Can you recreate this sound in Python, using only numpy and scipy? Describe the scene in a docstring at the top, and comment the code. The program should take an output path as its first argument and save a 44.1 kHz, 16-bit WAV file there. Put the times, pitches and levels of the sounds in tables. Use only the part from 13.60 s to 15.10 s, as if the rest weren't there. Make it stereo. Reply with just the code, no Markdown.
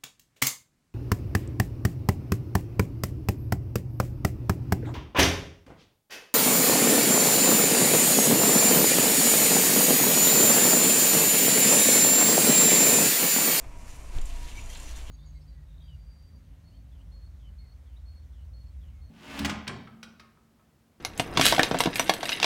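"""A quiet room, heard in mono a few metres from a rope hoist that eases a bicycle along.
Rope fibres rustle and hiss through hands and pulleys, rasping where they catch and squeaking once.
Small metal parts tick and the sheaves sing faintly. The load gives a dull bump and a sharp click.
Underneath lie a deep rumble, a low hum and soft room air."""
import sys
import numpy as np
from scipy import signal
from scipy.fft import rfft, irfft
from scipy.io import wavfile
from scipy.ndimage import uniform_filter1d

SR = 44100
rng = np.random.default_rng(int(sys.argv[2]) if len(sys.argv) > 2 else 0)


def output_pcm(signal):
    """Save a mono or channel-first signal as 16-bit PCM at the path in sys.argv[1].

    Samples are clipped to [-1, 1] before scaling.
    """
    pcm = np.clip(np.atleast_2d(signal).T, -1, 1) * 32767
    wavfile.write(sys.argv[1], SR, np.round(pcm).astype(np.int16))


N = 66150

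# fader moves of the sliding rope (time [s], rustle gain [dB], hiss gain [dB])
SLIDE_FADERS = [(0, -56, -58.5), (.09, -96, -69), (.25, -63.5, -58.5), (.29, -59.5, -56),
                (.37, -59.5, -58.5), (.46, -65, -58), (.53, -59, -58), (.57, -53.5, -50.5), (.60, -58, -61),
                (.68, -56, -56.5), (0.743, -56, -56.5), (.78, -54.5, -55), (.85, -51.5, -56),
                (.89, -55.5, -52.5), (.94, -52.5, -59.5), (.985, -53, -53), (1.04, -56.5, -59),
                (1.08, -55.5, -59), (1.11, -51, -50), (1.17, -52.5, -54), (1.24, -52.5, -55),
                (1.30, -51, -54), (1.34, -56, -61), (1.375, -55.5, -49), (1.41, -54.5, -59.5),
                (1.455, -62, -60), (1.5, -53, -57)]
# mid, bright and dull colours of rubbing fibres, each (frequency [Hz], gain [dB])
RUSTLE_EQ = [(200, -16), (900, -10), (1700, -2), (2100, -1.5), (3000, -3.5), (4300, -3), (5000, -9),
             (8000, -14), (15000, -23)]
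HISS_EQ = [(2500, -20.5), (4500, -3), (6500, 2.5), (9000, -3.5), (10500, -3), (12500, -7.5), (15500, -25.5)]
HANDLING_EQ = [(50, -11), (110, 1), (170, 3.5), (210, -6.5), (280, 2), (340, -9.5), (600, -18.5),
               (2000, -41)]
# ring of the hoist, its fittings and the ticking parts, each (pitch [Hz], width [Hz], gain [dB])
HOIST_MODES = [(2016, 14, -1.5), (2330, 79, -3), (2783, 94, 5), (3034, 31, 4), (3200, 24, -2),
               (3534, 63, -2.5), (4070, 46, -6.5), (4330, 30, -5)]
FITTING_MODES = [(5994, 130, 2.5), (6870, 136, 3.5), (7410, 150, 1), (8240, 160, -2), (8900, 640, -8)]
SMALL_PART_MODES = [(7060, 180, -1.5), (7390, 300, -1.5), (8500, 810, -12)]
# catches of the rope (peak time [s], half-length [s], centre [Hz], filter width [Hz], level [dB])
CATCHES = [(0.046, 0.0028, 900, 1200, -51), (0.28, 0.0029, 1650, 1100, -51), (0.364, .01, 9500, 6060, -61),
           (0.57, .012, 8500, 7000, -60), (0.707, 0.0096, 2630, 700, -55), (0.88, 0.008, 2100, 1100, -50.5),
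           (0.903, 0.028, 3130, 1300, -54), (0.993, 0.0067, 2570, 500, -47.5),
           (1.102, 0.0072, 2020, 250, -55), (1.104, .008, 5980, 350, -54), (1.108, 0.008, 3160, 300, -55.5),
           (1.131, 0.0048, 5980, 500, -57), (1.14, 0.0066, 3300, 700, -53),
           (1.156, 0.0068, 3970, 1500, -54.5), (1.16, 0.0025, 1980, 1640, -49),
           (1.166, 0.0026, 3100, 350, -53), (1.271, .01, 6000, 400, -58), (1.288, .005, 5980, 400, -55),
           (1.303, 0.0043, 3000, 400, -50), (1.365, .007, 6000, 400, -58),
           (1.381, 0.0034, 1670, 1400, -52.5), (1.487, 0.019, 3100, 500, -55.5)]
# partials of the rope's squeak (starting pitch [Hz], level [dB])
SQUEAK_PARTIALS = [(2255, -50.5), (5940, -59)]
# metal contacts (time [s], gain [dB])
TICK_CUES = [(.430, -53), (0.6137, -42.5), (0.614, -46), (0.6557, -38), (.665, -53), (0.759, -44),
             (1.014, -46), (1.060, -45.5), (1.100, -46), (1.132, -41), (1.149, -41.5), (1.172, -42.5),
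             (1.199, -37.5), (1.23, -49), (1.36, -45)]
# notes of the sheaves (start [s], end [s], pitch [Hz], level [dB])
SHEAVE_NOTES = [(0.083, 0.286, 956, -61.5), (0.508, 0.525, 995, -56.5), (.6, 0.75, 1100, -66),
                (0.75, 0.917, 959, -58), (0.946, 1.043, 954, -61), (1.11, 1.24, 900, -63.5),
                (1.3, 1.45, 903, -70.5), (1.187, 1.24, 1031, -61), (0.009, 0.065, 687, -59.5),
                (0.67, 0.803, 690, -63.5)]
# jerks of the load (start [s], pitch [Hz], rise [s], decay [s], envelope peak [dB])
BUMP_CUES = [(0.536, 18.2, 0.064, 0.045, -20), (0.549, 37, 0.013, 0.025, -29.5),
             (0.551, 99, 0.0083, 0.016, -34), (0.611, 34, 0.013, 0.023, -25.5),
             (0.96, 96, 0.023, 0.042, -42.5)]
# colour of the scuff on the main bump (frequency [Hz], gain [dB])
SCUFF_EQ = [(80, 4.5), (200, 7), (600, 0), (1200, -2.5), (2500, -9.5), (8000, -53)]
# low knock and bright crack of the click (pitch [Hz], decay [s], level [dB])
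CLICK_MODES = [(330, .001, -27.5), (3500, .00042, -29), (6100, .0004, -37.5)]
# low room tones (pitch [Hz], level [dB], waver [dB])
HUM_TONES = [(25.1, -43, -1), (55.05, -46, 3)]
# colour of the room air (frequency [Hz], gain [dB])
AIR_EQ = [(8, 11.5), (20, 8.5), (40, 2), (70, 1), (100, -4), (180, -12.5), (290, -13.5), (400, -19),
          (680, -15), (800, -21), (1000, -16), (1500, -27), (2400, -22.5), (3600, -35), (8000, -35),
          (15000, -49.5)]


def rope(t):
    """Sliding fibres rustle, hiss and set the hoist and its fittings ringing."""
    times, rustle_db, hiss_db = np.array(SLIDE_FADERS).T
    rustle = undb(-2.5) * unit(colour(grains(), RUSTLE_EQ))
    hoist = undb(-7) * stir(HOIST_MODES)
    handling = undb(-7.5) * unit(colour(grains(), HANDLING_EQ))
    hiss = undb(-4) * unit(colour(grains(), HISS_EQ))
    fittings = undb(-4.5) * stir(FITTING_MODES)
    body = undb(np.interp(t, times, rustle_db)) * (rustle + hoist + handling)
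    sheen = undb(np.interp(t, times, hiss_db)) * (hiss + fittings)
    return body + sheen


def grains(slips_per_s=6500, spread_db=3, flutter_db=1.9):
    """Dense tiny slips of fibres, uneven in size and coming in flurries."""
    slips = (rng.random(N) < slips_per_s / SR) * np.sign(noise())
    size_db = spread_db * np.minimum(rng.exponential(size=N), 6)
    return slips * undb(size_db + flutter_db * walk(60.03))


def stir(modes, swell_db=2.5):
    """The rope excites resonances that each swell and fade as the contact shifts."""
    slips = grains()
    return unit(sum(undb(db) * resonate(slips * undb(swell_db * walk(25)), hz, width)
                    for hz, width, db in modes))


def rasps(t):
    """Short bursts of fibre grain where the rope catches."""
    out = 0
    for peak, half_length, hz, width, db in CATCHES:
        rasp = unit(resonate(resonate(grains(), hz, width), hz, width))
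        out += undb(db) * bell(t, peak, half_length) * rasp
    return out


def squeak(t, start=.944, end=1.001, attack_s=.022, release_s=.009):
    """The rope sticks and slips in one short rough squeak that rises as it tightens."""
    age = t - start
    gate = np.clip(np.minimum(age / attack_s, (end - t) / release_s), 0, 1)
    bend = 1 + .49 * age + .0076 * walk(600)  # pitch ratio: a climb with a rough edge
    tone = sum(undb(db + 4 * walk(196.8)) * np.sin(2 * np.pi * hz * np.cumsum(bend) / SR)
               for hz, db in SQUEAK_PARTIALS)
    return np.sqrt(2) * gate * tone


def ticks(t, decay_s=.0058):
    """Small metal parts chatter briefly, each contact a ring with a crisp edge."""
    envelope = sum(undb(db) * (t >= start) * np.exp(-np.abs(t - start) / decay_s)
                   for start, db in TICK_CUES)
    chatter = np.sign(noise())
    ringing = ring(envelope * chatter, SMALL_PART_MODES) / np.std(ring(chatter, SMALL_PART_MODES))
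    crack = undb(-13.5) * envelope * unit(colour(noise(), HISS_EQ))
    return undb(-6) * (ringing + crack)


def bumps(t):
    """Soft low swings as the load jerks, with a scuff on the main one."""
    scuff = undb(-47.5) * bell(t, peak=.571, half_length=.028) * unit(colour(noise(), SCUFF_EQ))
    thuds = 0
    for start, hz, rise, decay, db in BUMP_CUES:
        age = np.maximum(t - start, 0)
        swell = (1 - np.exp(-(age / rise) ** 2)) * np.exp(-age / decay)
        thuds -= undb(db) * swell / swell.max() * np.sin(2 * np.pi * hz * age)
    return scuff + thuds


def click(t, start=.5858):
    """One hard, dry snap with a short knock as the load settles."""
    age = np.maximum(t - start, 0)
    return sum(undb(db) * np.exp(-age / decay) * np.sin(2 * np.pi * hz * age)
               for hz, decay, db in CLICK_MODES)


def sheaves(t, pitch_waver=.0018, waver_db=.71):
    """The turning pulleys sing faint, wavering notes."""
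    out = 0
    for start, end, hz, db in SHEAVE_NOTES:
        gate = fade(t, start, end, fade_s=.029)
        phase = 2 * np.pi * np.cumsum(hz * (1 + pitch_waver * walk(49.6))) / SR
        out += np.sqrt(2) * undb(db + waver_db * walk(31.3)) * gate * np.sin(phase)
    return out


def rumble(t, hz=23.16):
    """A deep, narrow band of noise comes up while the load moves."""
    moving = fade(t, start=.29, end=1.28, fade_s=.018)
    return undb(-41) * moving * unit(resonate(resonate(noise(), hz, width=12.4), hz, width=7.9))


def room_tone(t):
    """A bed of gently wavering hum and dark air."""
    hum = sum(undb(db + waver * walk(4.7)) * np.sin(2 * np.pi * hz * t + .72 * walk(5.82))
              for hz, db, waver in HUM_TONES)
    air = undb(-43.5) * unit(colour(noise(), AIR_EQ))
    return np.sqrt(2) * hum + air


def reverb(x, t, t60_s=.4, predelay_s=.004, wet_db=-8.5):
    """Bare walls add a short tail of reflections."""
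    tail = noise() * (t > predelay_s) * undb(-60 * t / t60_s)
    return x + undb(wet_db) * signal.fftconvolve(x, tail / np.linalg.norm(tail))[:N]


def undb(db):
    """Decibels to gain."""
    return 10 ** (np.asarray(db) / 20)


def unit(x):
    """Scale to rms 1."""
    return x / np.sqrt(np.mean(x ** 2))


def noise():
    """White noise."""
    return rng.standard_normal(N)


def walk(steps_per_s):
    """Smooth random drift with a spread near 1."""
    hold = int(SR / steps_per_s)
    steps = np.repeat(noise()[:N // hold + 1], hold)
    return 1.3 * uniform_filter1d(uniform_filter1d(steps, hold), hold)[:N]


def bell(t, peak, half_length):
    """A Gaussian swell."""
    return np.exp(-.5 * ((t - peak) / half_length) ** 2)


def fade(t, start, end, fade_s):
    """A gate with straight fades centred on its start and end."""
    return np.clip(np.minimum(t - start, end - t) / fade_s + .5, 0, 1)


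def colour(x, points):
    """Minimum-phase EQ through (frequency [Hz], gain [dB]) points."""
    hz, db = np.array(points, float).T
    bins_hz = np.maximum(np.fft.rfftfreq(2 * N, 1 / SR), 1)
    curve_db = np.interp(np.log(bins_hz), np.log(hz), db)
    cepstrum = irfft(np.log(undb(curve_db)))
    cepstrum[1:N] *= 2  # folded forward, so nothing rings ahead of an attack
    cepstrum[N + 1:] = 0
    return irfft(rfft(x, 2 * N) * np.exp(rfft(cepstrum)))[:N]


def resonate(x, hz, width):
    """One resonance, gain 1 at its centre."""
    return signal.lfilter(*signal.iirpeak(hz, hz / width, fs=SR), x)


def ring(x, modes):
    """A set of resonances driven together."""
    return sum(undb(db) * resonate(x, hz, width) for hz, width, db in modes)


def scene():
    """Rope, rasps and ticks feed the reverb, the rest stays dry; all sits dead centre."""
    t = np.arange(N) / SR
    wet = reverb(rope(t) + rasps(t) + ticks(t), t)
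    mono = wet + squeak(t) + sheaves(t) + bumps(t) + click(t) + rumble(t) + room_tone(t)
    return np.array([mono, mono])


def record(dry, top_hz=15650):
    """A steep low-pass takes off the very top."""
    return signal.sosfilt(signal.ellip(10, .1, 90, top_hz, fs=SR, output="sos"), dry)


dry = scene()
out = record(dry)
output_pcm(out)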